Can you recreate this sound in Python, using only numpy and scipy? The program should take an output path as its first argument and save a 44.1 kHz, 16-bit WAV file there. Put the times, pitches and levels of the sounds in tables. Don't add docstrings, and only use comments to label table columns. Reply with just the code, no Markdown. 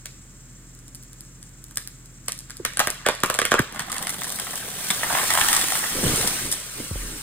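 import sys
import numpy as np
from scipy import signal
from scipy.fft import rfft, irfft
from scipy.io import wavfile
from scipy.ndimage import uniform_filter1d

SR = 44100
rng = np.random.default_rng(int(sys.argv[2]) if len(sys.argv) > 2 else 0)


def wav_out(sig):
    wavfile.write(sys.argv[1], SR, np.round(np.clip(np.atleast_2d(sig).T, -1, 1) * 32767).astype(np.int16))


N = 318402
TIME, HZ = np.arange(N) / SR, np.fft.rfftfreq(N, 1 / SR)


def amp(db):
    return 10 ** (np.asarray(db) / 20)


def evened(x):
    return x / np.sqrt(np.mean(x ** 2) + 1e-20)


def read(points, hz):
    point_hz, value = np.transpose(points)
    return np.interp(np.log(hz + 1), np.log(point_hz + 1), value)


def add(mix, s, sound):
    part = mix[..., max(round(s * SR), 0):][..., :sound.shape[-1]]
    part += sound[..., :part.shape[-1]]


def drift(rate_hz):
    return evened(irfft(rfft(rng.standard_normal(N)) * np.exp(-(HZ / rate_hz) ** 2), N))


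def swell(start, hold, db, rise_db_per_s, fall_db_per_s):
    before = np.maximum(start - TIME, 0)
    after = np.maximum(TIME - start - hold, 0)
    return amp(db - rise_db_per_s * before - fall_db_per_s * after)


def causal(spectrum, size=2048):
    log_gain = np.log(amp(read(spectrum, abs(np.fft.fftfreq(size, 1 / SR)))))
    return np.exp(np.conj(signal.hilbert(log_gain)))[:size // 2 + 1]


def colour(pair, spectrum):
    response = irfft(causal(spectrum, size=4096))
    return evened(signal.oaconvolve(pair, response[None], axes=1)[:, :N])


# frequency in Hz, likeness from 0 (unrelated) to 1 (the same).
PORT_LIKENESS = [(100, 1), (400, 0.96), (900, 0.31), (1900, 0.62), (2600, 0.031), (4200, 0.194),
                 (5600, 0.62), (7200, 0.68), (8200, 1), (10000, 0.66), (11800, 1), (13200, 1), (15000, 0.4)]


def spread(pair):
    angle = np.arcsin(np.clip(read(PORT_LIKENESS, HZ), 0, 1)) / 2
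    z = rfft(pair)
    return irfft(np.cos(angle) * z + np.sin(angle) * z[::-1], N)


def clicks(per_s, range_db, cap, splinter_s=0.00042, count=6):
    size = amp(range_db * np.minimum(rng.exponential(1, (2, N)), cap))
    size *= rng.random((2, N)) < per_s / SR
    kind = rng.integers(0, count, (2, N))
    t = np.arange(256) / SR
    shapes = rng.standard_normal((count, 1, len(t))) * np.exp(-t / splinter_s)
    bursts = (signal.oaconvolve(size * (kind == k), shapes[k], axes=1)[:, :N] for k in range(count))
    return evened(sum(bursts))


def sticks(per_s, range_db, cap, cycles, low_hz, high_hz, count=28):
    out, t = np.zeros((2, N)), np.arange(1024) / SR
    for hz in np.geomspace(low_hz, high_hz, count):
        size = amp(range_db * np.minimum(rng.exponential(1, 256), cap))
        when = np.cumsum(rng.exponential(count / per_s, 256))
        side = rng.uniform(0, 2 * np.pi, 256)
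        ping = np.sin(2 * np.pi * hz * t) * np.exp(-hz * t / cycles) * hz / high_hz
        for s, gain, angle in zip(when[when < TIME[-1]], size, side):
            add(out, s, gain * np.outer([np.cos(angle), np.sin(angle)], ping))
    return evened(out)


def scatter(start, end, per_s, spread_db, size=96):
    when = start + np.cumsum(rng.exponential(1, size)) / per_s
    strengths_db = spread_db * rng.standard_normal((size, 2))
    return np.column_stack([when, strengths_db])[when < end]


def mottle(pair, depth_db, width_hz, life_s, size=512):
    hz, t, z = signal.stft(pair, SR, nperseg=size, noverlap=size * 3 // 4)
    field = rng.standard_normal((len(t), len(hz))).T
    for axis, reach in enumerate([width_hz / hz[1], life_s / t[1]]):
        bell = np.exp(-(np.arange(-size // 16, size // 16 + 1) / reach) ** 2)
        field = signal.fftconvolve(field, np.expand_dims(bell, 1 - axis), "same")
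    gain = evened(amp(depth_db * evened(field)))
    return signal.istft(z * gain, SR, nperseg=size, noverlap=size * 3 // 4)[1][:, :N]


# frequency in Hz, time to die by 60 dB in seconds.
FOREST_DECAY = [(100, 0.02), (500, 0.33), (1600, 0.37), (4000, 0.55), (9000, 0.33), (15000, 0.42)]


def forest(pair, count=4):
    taps = rng.standard_normal((count, 2, SR // 2)) * (rng.random((count, 2, SR // 2)) < 5000 / SR)
    hz, t, z = signal.stft(taps, SR, nperseg=256)
    dying = amp(-60 * t / read(FOREST_DECAY, hz)[:, None])
    tails = signal.istft(z * dying, SR, nperseg=256)[1]
    tails *= np.clip(np.arange(tails.shape[-1]) / SR / 0.0024, 0, 1) ** 2
    tails /= np.linalg.norm(tails, axis=-1, keepdims=True)
    turn = 11 * TIME - np.arange(count)[:, None] / count
    paths = np.maximum(np.cos(2 * np.pi * turn), 0)
    return sum(signal.oaconvolve(pair * path, tail, axes=1)[:, :N] for path, tail in zip(paths, tails))


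# delay in seconds, wood gain in dB, tick gain in dB.
NEAR_ECHOES = [(.0083, -10.5, -12.5), (.0099, -12.5, -28), (.0132, -10.5, -27), (.025, -20, -27),
               (.031, -19, -29)]


def reflected(wood, ticks):
    out = np.zeros((2, N))
    for delay, wood_db, tick_db in NEAR_ECHOES:
        path_s = delay * (1 + .03 * drift(6))
        heard_from = TIME - np.round(path_s * SR) / SR
        sent = amp(wood_db) * wood + amp(tick_db) * ticks
        out += np.array([np.interp(heard_from, TIME, x) for x in sent])
    return out


LEAD_IN_S = .004


def snap(spectrum, db, tear_s, ragged, lag_s, vary=0.079, size=2048):
    t, hz = np.arange(size) / SR - LEAD_IN_S, np.fft.rfftfreq(size, 1 / SR)
    fibres = rng.standard_normal((2, size)) * np.exp(np.minimum(t / (0.44 * tear_s), -t / tear_s))
    fibres *= amp(5 * np.repeat(rng.standard_normal(size // 16), 16))
    main_break = np.exp(-2j * np.pi * hz * LEAD_IN_S)
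    force = main_break + ragged * rfft(fibres / np.linalg.norm(fibres, axis=1, keepdims=True))
    thickness = np.exp(vary * rng.uniform(-0.84, 1))
    body = causal(np.array(spectrum) / [thickness, 1], size=size)
    bending = np.exp(-4j * np.pi * lag_s * np.sqrt(1000 * hz))
    wave = irfft(force * body * bending)
    return amp(db) * wave / np.linalg.norm(wave) * np.sqrt(2 * .005 * SR)


WOOD_HZ = 1600


def pitched(spectrum, ratio, tilt_db):
    hz, db = np.transpose(spectrum)
    return np.column_stack([hz * ratio, db + tilt_db * np.log2(hz / WOOD_HZ)])


LET_GO_S = 3.72


def falling(onset_s=0.032):
    return np.clip((TIME - LET_GO_S) / onset_s + 1, 0, 1)


# frequency in Hz, rms level in dB around which it wavers.
ENGINE_IDLE = [(41.2, -50.5), (88.5, -63.5), (123.5, -52), (135.5, -59), (206, -67.5), (247, -66),
               (275, -70), (331, -69.5)]
# deepest from in seconds, for seconds, share of the hum lost in dB, onset and recovery in dB/s.
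ENGINE_SINK = (4, 1.91, -4.5, 14, 14)
# frequency in Hz, relative level in dB.
AIR_COLOUR = [(18, -37), (45, -20), (65, -1), (110, -6), (170, 1.5), (220, -5.5), (280, -6.5), (450, -16),
              (750, -22), (1500, -17), (2600, -22.5), (4200, -26), (6000, -41), (10000, -25), (13200, -26),
              (15700, -32)]
INSECT_COLOUR = [(3500, -26), (5500, -9), (7000, -4), (7600, -0.5), (8100, -5.5), (8800, -7.5),
                 (10000, -32)]


def clearing():
    revolved_s = np.cumsum(1 + .003 * drift(3)) / SR
    idle = np.zeros(N)
    for hz, db in ENGINE_IDLE:
        level = np.sqrt(2) * amp(db + .3 * drift(4.6))
        idle += level * np.sin(2 * np.pi * (hz * revolved_s + rng.random()))
    idle *= 1 - np.minimum(swell(*ENGINE_SINK), 1)
    air = amp(-51.0) * colour(rng.standard_normal((2, N)), AIR_COLOUR)
    chorus = colour(rng.standard_normal((2, N)), INSECT_COLOUR)
    insects = amp(-52.5) * chorus * amp(1.5 * drift(53))
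    return idle + spread(air + insects)


# full contact in seconds, hold in seconds, leaf level in dB, twig level in dB.
CROWN_BRUSHES = [(3.79, 0.04, -59, -43.5), (3.943, 0.081, -41.5, -41), (4.264, 0.55, -36.5, -46),
                 (4.868, 0.16, -33.5, -47.5), (5.133, 0.38, -26.5, -34), (5.49, 0.031, -27, -46),
                 (5.762, 0.37, -30, -41.5), (6.077, 0.17, -25.5, -38.5), (6.79, 0.018, -36.5, -52.5),
                 (6.992, 0.13, -35.5, -60.5)]
BRUSH_RISE_DB_PER_S, LEAF_FALL_DB_PER_S, TWIG_FALL_DB_PER_S = 64, 32, 49


def contact():
    leaves, twigs = np.zeros((2, N))
    for s, hold, leaf_db, twig_db in CROWN_BRUSHES:
        leaves += swell(s, hold, leaf_db, BRUSH_RISE_DB_PER_S, LEAF_FALL_DB_PER_S) ** 2
        twigs += swell(s, hold, twig_db, BRUSH_RISE_DB_PER_S, TWIG_FALL_DB_PER_S) ** 2
    return falling() * np.sqrt([leaves, twigs])


# start in seconds, fade in seconds, final gain of the top in dB.
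HISS_SCREEN = (5.85, .2, -3)
SCREEN_HZ = 11000


def screened(pair):
    start, over_s, db = HISS_SCREEN
    top = irfft(rfft(pair) / (1 + (SCREEN_HZ / (HZ + 1)) ** 10), N)
    return pair + top * (amp(db * np.clip((TIME - start) / over_s, 0, 1)) - 1)


# frequency in Hz, relative level in dB.
LEAF_COLOUR = [(300, -19), (1200, -1.5), (2800, -1.5), (4600, -3.5), (6000, 0), (7400, -3), (8500, 1.5),
               (13000, -1.5), (14500, -3), (15700, -12), (16200, -41)]
TWIG_COLOUR = [(200, -28.5), (550, -11), (760, 1.5), (1100, 1.5), (1500, -1), (1950, 2), (2500, -13.5),
               (3600, -7.5), (5000, -39), (10000, -53), (15000, -50)]
WHOOSH_COLOUR = [(50, -35), (120, -7.5), (172, -2.5), (215, -5.5), (300, -17.5), (700, -43.5)]
# full from in seconds, for seconds, level in dB, rise in dB/s, fall in dB/s.
CROWN_WHOOSH = (4.5, 1.9, -47.5, 3, 36)
PATTER_FIRST_DB, PATTER_MERGE_DB_PER_S, PATTER_LAST_DB = 19, 23, -5.5


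def crown(leaf_gain, twig_gain):
    hiss = colour(rng.standard_normal((2, N)), LEAF_COLOUR) * amp(0.63 * drift(51))
    taps = colour(clicks(per_s=900, range_db=2.0, cap=2.8, splinter_s=0.00023), LEAF_COLOUR)
    patter = taps * evened(amp(4.9 * drift(62.6)))
    merging_db = PATTER_FIRST_DB - PATTER_MERGE_DB_PER_S * (TIME - LET_GO_S)
    single = amp(np.maximum(merging_db, PATTER_LAST_DB))
    leaves = (hiss + single * patter) / np.sqrt(1 + single ** 2)
    breaking = sticks(per_s=330, range_db=4.5, cap=2.9, cycles=4.5, low_hz=520, high_hz=3700)
    twigs = colour(breaking, TWIG_COLOUR) * evened(amp(2.3 * drift(52)))
    near = leaf_gain * screened(leaves) + twig_gain * twigs
    rush = mottle(near + amp(-2.5) * forest(near), depth_db=1.7, width_hz=124, life_s=0.018)
    whoosh = falling() * swell(*CROWN_WHOOSH) * colour(rng.standard_normal((2, N)), WHOOSH_COLOUR)
    return spread(rush + whoosh)


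# full from in seconds, for seconds, level in dB, rise in dB/s, fall in dB/s.
SCRAPE_SWELL = (4, 2.5, -41, 200, 40)
# frequency in Hz, relative level in dB.
SCRAPE_COLOUR = [(150, -18), (400, 2.5), (650, 3.5), (950, -10.5), (1600, -1), (2300, -9), (3200, 4),
                 (4500, -7), (6200, -11), (9000, 0.5), (14000, -14), (16500, -40)]


def scraping():
    spurts = evened(amp(2.4 * drift(60)))
    splinters = clicks(per_s=300, range_db=5, cap=2.9, splinter_s=.0005)
    grains = colour(splinters, SCRAPE_COLOUR) * spurts
    dragged = falling() * swell(*SCRAPE_SWELL) * grains
    return spread(mottle(dragged, depth_db=1.6, width_hz=150, life_s=0.014))


# rise ends in seconds, hold in seconds, level in dB without that overlap, rise and fall in dB/s.
GROAN_SWELL = (5.5, -0.07, -31, 150, 60)
GROAN_HZ, GROAN_WANDER, GROAN_WIDTH_HZ = 843, 0.05, 110


def groan():
    slips = clicks(per_s=260, range_db=5, cap=2.5)
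    wandering_hz = GROAN_HZ * (1 + GROAN_WANDER * drift(10))
    turn = np.exp(2j * np.pi * np.cumsum(wandering_hz) / SR)
    rung = turn * signal.lfilter(*signal.butter(2, GROAN_WIDTH_HZ / 2, fs=SR), slips / turn)
    return spread(swell(*GROAN_SWELL) * evened(rung.real))


# start in seconds, wood crack level in dB, splinter tick level in dB,
# decay of the wood's tearing in seconds, brightness in dB per octave.
BRANCH_BREAKS = [(3.7465, -36, -39, .004, -4), (3.804, -34, -32, .005, -1), (3.821, -37, -37, 0.0044, 4),
                 (3.8992, -35, -33, 0.0086, 1), (3.9187, -35, -24.5, .006, 4), (3.9275, -31, -26, .004, -1),
                 (3.9655, -29.5, -29, 0.0052, 2), (3.9822, -37, -26.5, .004, 4.5),
                 (4.0175, -37, -38, .004, 2), (4.0262, -35, -26.5, .011, 5),
                 (4.0705, -26.5, -24, 0.0039, 0), (4.094, -28.5, -22.5, .0054, 4),
                 (4.1035, -38, -26, 0.0077, -2), (4.1375, -38, -35, .004, 2), (4.143, -35, -30, .007, 2),
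                 (4.2, -46, -41, .004, -3), (4.2186, -28.5, -33, 0.0036, 3.5), (4.235, -42, -28, 0.0055, 0),
                 (4.2435, -34, -26.5, .005, 0.5), (4.2948, -49, -30, 0.004, -2),
                 (4.303, -45, -29, 0.0031, 3), (4.3222, -38, -27, 0.0068, -1),
                 (4.388, -30, -30, .008, -1.5), (4.3986, -30, -23.5, 0.0071, 1.5),
                 (4.4688, -30.5, -40, 0.0051, -3.5), (4.5093, -39, -32, 0.0053, 1),
                 (4.5336, -31.5, -35, .006, -1.5), (4.557, -37, -26.5, 0.0073, -1),
                 (4.9045, -18, -19, 0.0077, 3), (4.9096, -29, -19.5, 0.006, 4),
                 (5.033, -19.5, -40.5, 0.0069, -1.5), (5.1039, -21.5, -37.5, 0.0088, -1.5),
                 (5.1261, -23, -33.5, .0049, -1), (5.1507, -16, -33.5, 0.007, -2.5),
                 (5.175, -25, -33, .007, 1), (5.185, -21.5, -32, 0.0062, -0.5),
                 (5.196, -25, -40, .005, -2.5), (5.2326, -24, -34, .0087, -4), (5.2925, -30, -38, .0037, 1),
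                 (5.3055, -16.5, -20, 0.011, 0.5), (5.338, -23, -19, .0052, 0),
                 (5.352, -19.5, -23, .007, -2), (5.3752, -16, -25, 0.0036, 0),
                 (5.385, -21, -32, 0.0042, -3.5), (5.4105, -18.5, -24, 0.0022, 5),
                 (5.4135, -15.5, -22, 0.0022, 5), (5.447, -32, -33, .005, -2),
                 (5.4861, -18.5, -16.5, 0.022, 3), (5.5301, -18.5, -14, .0083, -1),
                 (5.5365, -23, -31, .005, 1), (5.5497, -26, -18, .0083, 0), (5.5655, -19.5, -15, 0.0092, 0),
                 (5.579, -27, -30, .006, -6), (5.592, -27, -28, 0.0056, -5),
                 (5.6135, -22, -21.5, 0.0096, 6), (5.6415, -28.5, -22.5, 0.0071, 3),
                 (5.6845, -33, -28, .0041, 1), (5.7035, -27, -27, .006, 0),
                 (5.7215, -22.5, -22.5, .0103, -0.5), (5.7541, -26, -22, .007, -1),
                 (5.829, -28, -40, 0.0046, -5), (5.841, -23.5, -38, 0.0066, -3),
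                 (6.0406, -29, -25, .0064, -1), (6.081, -27.5, -29, .0093, 7),
                 (6.1598, -42, -22, .0025, -1), (6.213, -29, -23, .005, 7), (6.2753, -26, -16.5, .017, 6),
                 (6.5165, -42, -20, .012, 4), (6.5254, -29.5, -16.5, 0.023, 3.5)]
# frequency in Hz, relative level in dB.
BOUGH_COLOUR = [(200, -25.5), (520, -14), (740, 2), (900, -1.5), (1120, 3.5), (1500, -3.5), (1950, 3),
                (2500, -8.5), (3500, -2.5), (5000, -28.5), (10000, -52)]
SPLINTER_COLOUR = [(900, -60), (3000, -8), (5500, 2.5), (7000, -2), (8600, 3.5), (10500, 5), (13000, 1.5),
                   (15000, -10), (17000, -55)]
SNAPS_PER_S, SNAPS_END_S, SNAP_WOOD_DB, SNAP_TICK_DB, SNAP_SPREAD_DB = 24, 5.8, 3, 0, -1
SNAP_TEAR_S = 0.004


def branches(leaf_gain, twig_gain):
    (wood, ticks), breaks = np.zeros((2, 2, N)), list(BRANCH_BREAKS)
    for s, wood_db, tick_db in scatter(LET_GO_S, SNAPS_END_S, SNAPS_PER_S, SNAP_SPREAD_DB):
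        twig_db = 20 * np.log10(np.interp(s, TIME, twig_gain))
        leaf_db = 20 * np.log10(np.interp(s, TIME, leaf_gain))
        small_wood_db = twig_db + SNAP_WOOD_DB + wood_db
        small_tick_db = leaf_db + SNAP_TICK_DB + tick_db
        breaks.append((s, small_wood_db, small_tick_db, SNAP_TEAR_S, 0))
    for s, wood_db, tick_db, tear_s, tilt_db in breaks:
        bough = pitched(BOUGH_COLOUR, 0.99, tilt_db)
        crack = snap(bough, wood_db, tear_s=tear_s, ragged=2.16, lag_s=.0004, vary=0.087)
        tick = snap(SPLINTER_COLOUR, tick_db, tear_s=.42 * tear_s, ragged=1.6, lag_s=0.000323)
        add(wood, s - LEAD_IN_S, crack)
        add(ticks, s - LEAD_IN_S, tick)
    direct = wood + ticks
    near = amp(-4) * reflected(wood, ticks)
    return spread(direct + near + amp(-6.5) * forest(direct))


# start in seconds, strength in dB (wave and punch are played below it), first pitch in Hz,
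# pitch it sinks towards in Hz, rise in seconds, time to die by 60 dB in seconds, crunch level in dB.
TRUNK_BLOWS = [(2.599, -25, 559, 288, 0.00064, 0.068, -34.5), (3.5949, -9, 720, 45, .0006, 0.064, -18.5),
               (3.805, -33, 329, 140, .00066, 0.093, -42), (4.903, -24, 260, 165, 0.0012, 0.09, -38),
               (5.636, -29, 455, 304, .0007, 0.07, -33), (6.029, -23, 520, 200, .001, .03, -27),
               (6.0364, -14, 470, 60, 0.0028, 0.046, -20.5), (6.0462, -11, 300, 110, 0.0011, 0.061, -25),
               (6.0629, -9.5, 394, 35, 0.0034, 0.044, -27), (6.127, -19, 300, 95, 0.0036, .08, -27.5),
               (6.1347, -21, 380, 110, .001, 0.046, -35), (6.2, -22, 300, 110, .003, 0.074, -31),
               (6.244, -27, 425, 172, .002, .06, -36), (6.8, -27, 634, 110, .00125, 0.054, -28),
               (6.9093, -19.5, 420, 43.7, .005, 0.25, -34.5), (6.956, -23, 131, 37.7, .003, 0.62, -31.5)]
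# full from in seconds, hold in seconds, soil rumble level in dB, wood crunch level in dB.
SOIL_PLOUGHS = [(5.966, 0.03, -33.5, -33), (6.036, 0.036, -28, -35), (6.113, 0.024, -31, -33),
                (6.172, 0.025, -35, -37), (6.235, 0.043, -35.5, -38.5), (6.415, 0.079, -40, -44.5),
                (6.784, 0.042, -44.5, -47), (6.988, 0.11, -42.5, -53), (7.135, 0.028, -44, -53)]
PLOUGH_RISE_DB_PER_S, PLOUGH_FALL_DB_PER_S = 349, 166
# frequency in Hz, relative level in dB.
PUNCH_COLOUR = [(18, -17.5), (45, -1.5), (110, 3), (250, -4), (600, -50), (3000, -86.5)]
SOIL_COLOUR = [(20, -5), (55, 0.5), (110, 2.5), (180, -0.5), (300, 2), (480, -6.5), (750, -26), (1600, -13),
               (6000, -69)]
CRUNCH_COLOUR = [(30, -44), (100, -20), (250, 1), (400, -4.5), (540, -2.5), (700, -14.5), (1500, -27),
                 (5000, -73)]
LIMB_RUMBLE_DB = -6.5


def ground(twig_gain):
    t, blows = np.arange(SR // 2) / SR, np.zeros((2, N))
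    for s, db, first_hz, last_hz, rise_s, t60, crunch_db in TRUNK_BLOWS:
        hz = last_hz + (first_hz - last_hz) / (1 + t / 0.002)
        wave = np.sin(2 * np.pi * np.cumsum(hz) / SR) * (1 - np.exp(-t / rise_s))
        add(blows, s, amp(db - 4.5 - 60 * t / t60) * wave)
        punch = snap(PUNCH_COLOUR, db - 14.5, tear_s=0.0088, ragged=0.13, lag_s=0.00062, size=4096)
        add(blows, s - LEAD_IN_S, punch[0])
        crushed = snap(CRUNCH_COLOUR, crunch_db, tear_s=0.0034, ragged=2.3, lag_s=0.00094)
        add(blows, s - LEAD_IN_S, crushed)
    rumble = colour(clicks(per_s=700, range_db=1.5, cap=3.16), SOIL_COLOUR) * amp(1.7 * drift(22))
    breaking = sticks(per_s=600, range_db=3.0, cap=3.4, cycles=2.82, low_hz=220.3, high_hz=685.0)
    crunch = colour(breaking, CRUNCH_COLOUR)
    soil, wood = np.zeros((2, N))
    for s, hold, soil_db, wood_db in SOIL_PLOUGHS:
        soil += swell(s, hold, soil_db, PLOUGH_RISE_DB_PER_S, PLOUGH_FALL_DB_PER_S) ** 2
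        wood += swell(s, hold, wood_db, PLOUGH_RISE_DB_PER_S, PLOUGH_FALL_DB_PER_S) ** 2
    strain = np.sqrt(soil + (amp(LIMB_RUMBLE_DB) * twig_gain) ** 2)
    return spread(blows + strain * rumble + np.sqrt(wood) * crunch + amp(-11.5) * forest(blows))


SLIP_WOBBLE = .1


def creak(length, hz, db, swell_db):
    t = np.arange(int(length * SR)) / SR
    wobble = evened(uniform_filter1d(rng.standard_normal(len(t)), 30))
    slips = np.sin(2 * np.pi * np.cumsum(hz * (1 + SLIP_WOBBLE * wobble)) / SR)
    grip = evened(amp(2 * evened(uniform_filter1d(rng.standard_normal(len(t)), 40))))
    growth = amp(db + swell_db * (t / length - 1))
    return np.sqrt(2) * slips * grip * growth * signal.windows.tukey(len(t), .15)


# frequency in Hz, gain at the peak in dB before the mix, time to die by 60 dB in seconds.
RINGING_TONES = [(392, -10, 0.11), (510, -12, 0.065), (593, -20, 0.053), (720, -8, 0.064), (812, 1, 0.13),
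                 (1190, -7, 0.033), (1434, -11, 0.08), (1615, -1, 0.023), (1850, -10, 0.031),
                 (2560, -18, 0.06), (3280, 2, 0.028)]


def ring(pair):
    t = np.arange(SR // 8) / SR
    response = np.zeros(len(t))
    for hz, db, t60 in RINGING_TONES:
        rate = np.log(1000) / t60
        response += amp(db) * 2 * rate / SR * np.exp(-rate * t) * np.cos(2 * np.pi * hz * t)
    return signal.oaconvolve(pair, response[None], axes=1)[:, :N]


# start in seconds, trunk knock, wood crack and splinter tick level in dB before the mix,
# pitch of the crack in Hz, its brightness in dB per octave, decay of the crack's tearing in seconds.
HINGE_FIBRES = [(0.058, -50, -34.5, -34, 1580, 6.5, 0.0042), (0.881, -73, -60, -44, 1594, -0.5, 0.0022),
                (0.9485, -68, -51, -38, 1610, 8, .002), (1.1317, -66.5, -57, -43.5, 1604, 0.5, 0.00205),
                (1.4287, -70.5, -55, -39.5, 1590, 0, 0.0023), (1.7108, -70, -51, -44, 1620, -2, 0.00206),
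                (1.758, -69, -60, -37, 1600, -0.5, 0.0021), (1.7727, -46, -31.5, -20, 1760, 1, 0.0029),
                (1.875, -75, -44.5, -32.5, 1596, 4.5, 0.0019), (2.2837, -38.5, -27.5, -22, 1730, 3, 0.0052),
                (2.3208, -61.5, -37.5, -25.5, 1700, 4, 0.0032), (2.406, -65, -56.5, -43, 1600, 0.5, .002),
                (2.4986, -65, -42, -41, 1630, 0, 0.0051), (2.5064, -67, -37, -36, 1640, 5.5, 0.0019),
                (2.5695, -70, -59, -36.5, 1580, -1, 0.0021), (2.6515, -31.5, -19, -20.5, 1850, 0.5, 0.0028),
                (2.7355, -60, -41, -40, 1800, 2, .003), (2.7723, -40.5, -28.5, -22, 1597, 2, 0.0029),
                (2.7943, -33, -15.5, -16, 1640, 1.5, 0.0042), (2.8022, -20, -15.5, -21, 1394, 1, 0.0054),
                (2.8727, -28.5, -20, -20.5, 1623, -2.5, 0.0039), (2.9028, -37.5, -47, -22, 1600, 1, 0.0033),
                (3.0645, -18.5, -16, -22.5, 1580, 0, 0.0059), (3.0873, -19.5, -16, -21, 1500, -1, 0.0035),
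                (3.1508, -60, -42, -35, 1600, 1, .002), (3.2035, -65, -50, -36, 1600, 1, .002),
                (3.2356, -18.5, -15.5, -17, 1458, 0, 0.0029), (3.261, -50, -33, -29, 1700, 4, 0.0022),
                (3.3004, -25.5, -19, -21.5, 1530, 0, 0.0035), (3.3425, -57, -26.5, -26.5, 1900, 4, 0.0039),
                (3.3492, -33, -29, -29, 1300, 2, 0.0028), (3.359, -55, -40, -35, 1600, -3, .002),
                (3.3896, -20.5, -15.5, -18, 1595, 1.5, 0.0027), (3.4173, -24.5, -18, -27, 1740, -1, 0.0018),
                (3.453, -31, -19, -18.5, 1880, 0.5, 0.004), (3.5127, -42, -28, -31, 1690, 3, .003),
                (3.5188, -14.5, -14, -23, 1550, 1.5, 0.0045), (3.5411, -16, -15.5, -25, 1400, 0, 0.0025),
                (3.5928, -38, -19, -22.5, 1560, -2.5, 0.0058), (3.7251, -55, -40, -38, 1498, -4, 0.004),
                (3.761, -45.5, -31.5, -40, 1470, -2.5, 0.004), (3.795, -42.5, -24, -26.5, 1500, 2, 0.0082)]
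# start in seconds, length in seconds, pitch in Hz, level it grows to in dB, swell in dB.
HINGE_CREAKS = [(2.786, .0125, 1787, -27.5, 14), (3.051, 0.021, 1632, -22, 15),
                (3.58, .0175, 1580, -11.5, 15.5)]
# frequency in Hz, relative level in dB.
KNOCK_COLOUR = [(40, -29), (150, -13), (320, -9), (450, -0.5), (570, -1), (750, -7), (900, -23.5),
                (1150, -5), (2500, -40), (9000, -102)]
WOOD_COLOUR = [(250, -15.5), (700, -13), (900, -7), (1150, -0.5), (1350, -2.5), (1600, 1.5), (1900, -2),
               (2400, -5.5), (3300, -7), (4500, -12), (9000, -18), (15000, -72)]
# full from in seconds, for seconds, level in dB before it is mottled, rise and fall in dB/s.
WOOD_TEARING = (3, 1, -44.5, 31, 231.5)
STRAIN_PER_S, STRAIN_DB, STRAIN_SPREAD_DB, STRAIN_GROWTH_DB_PER_S, STRAIN_WOOD_DB = 6, -54.5, 5, 4, -25


def hinge():
    knocks, cracks, ticks, creaks = np.zeros((4, 2, N))
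    for s, knock_db, wood_db, tick_db, hz, tilt_db, tear_s in HINGE_FIBRES:
        start = s - LEAD_IN_S
        wood = pitched(WOOD_COLOUR, hz / WOOD_HZ, tilt_db)
        knock = snap(KNOCK_COLOUR, knock_db, tear_s=0.0011, ragged=0.74, lag_s=0.001696)
        crack = snap(wood, wood_db, tear_s=tear_s, ragged=1.23, lag_s=0.001499, vary=.02)
        tick = snap(SPLINTER_COLOUR, tick_db, tear_s=0.44 * tear_s, ragged=0.73, lag_s=0.000541)
        add(knocks, start - .0012, knock)
        add(cracks, start - .0012, crack)
        add(ticks, start - .0002, tick)
    for s, wood_db, tick_db in scatter(0, LET_GO_S, STRAIN_PER_S, STRAIN_SPREAD_DB):
        strain_db = STRAIN_DB + STRAIN_GROWTH_DB_PER_S * s
        faint_db = strain_db + STRAIN_WOOD_DB + wood_db
        add(cracks, s, snap(WOOD_COLOUR, faint_db, tear_s=.0037, ragged=.98, lag_s=0.00095))
        add(ticks, s, snap(SPLINTER_COLOUR, strain_db + tick_db, tear_s=0.002, ragged=0.62, lag_s=0.00037))
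    for s, *shape in HINGE_CREAKS:
        add(creaks, s, creak(*shape))
    rung = amp(-1.5) * (knocks + cracks) + amp(-2.5) * ring(knocks + cracks)
    thrown = cracks + amp(-3.5) * knocks
    strands = clicks(per_s=900, range_db=3.5, cap=3)
    tearing = swell(*WOOD_TEARING) * colour(strands, WOOD_COLOUR)
    echo = forest(amp(-4.5) * thrown + amp(-23) * creaks)
    tail = mottle(echo + tearing, depth_db=2.0, width_hz=110, life_s=0.0093)
    near = reflected(thrown, ticks)
    return spread(rung + ticks + creaks + near + tail + amp(-9.0) * forest(ticks))


def scene():
    leaf_gain, twig_gain = contact()
    sweep = crown(leaf_gain, twig_gain) + scraping() + groan() + branches(leaf_gain, twig_gain)
    return clearing() + sweep + ground(twig_gain) + hinge()


# frequency in Hz, left minus right in dB above the deep lows.
PORT_COLOUR = [(140, 0), (300, -1.5), (540, -6), (900, -1), (1600, -1), (2200, -3.5), (2750, 1.5),
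               (3700, -1), (6000, 0.5), (15000, 0)]
# frequency in Hz, radians by which the left leads.
PORT_LEAD = [(1, 0), (450, -.35), (900, .6), (1600, .3), (2700, 1.4), (3900, 1.4), (5000, 3.1), (6200, 3.6),
             (7700, 6.1), (9200, 6.4), (11200, 9.1), (12300, 9.6), (14000, 12.4), (16500, 12.6)]
CEILING, EDGE_HZ = 1.05, 16300


def record(dry):
    side_db = read(PORT_COLOUR, HZ) * (1 - np.exp(-(HZ / 170) ** 2))
    left, right = rfft(dry) * amp(np.array([[1], [-1]]) * side_db / 2)
    late_right = right * np.exp(-1j * read(PORT_LEAD, HZ))
    ports = irfft(np.array([left, late_right]), N)
    rounded = CEILING * np.tanh(ports / CEILING)
    band_limit = signal.firwin(255, EDGE_HZ, window=("kaiser", 9), fs=SR)
    return signal.oaconvolve(rounded, band_limit[None], "same")


dry = scene()
out = record(dry)
wav_out(out)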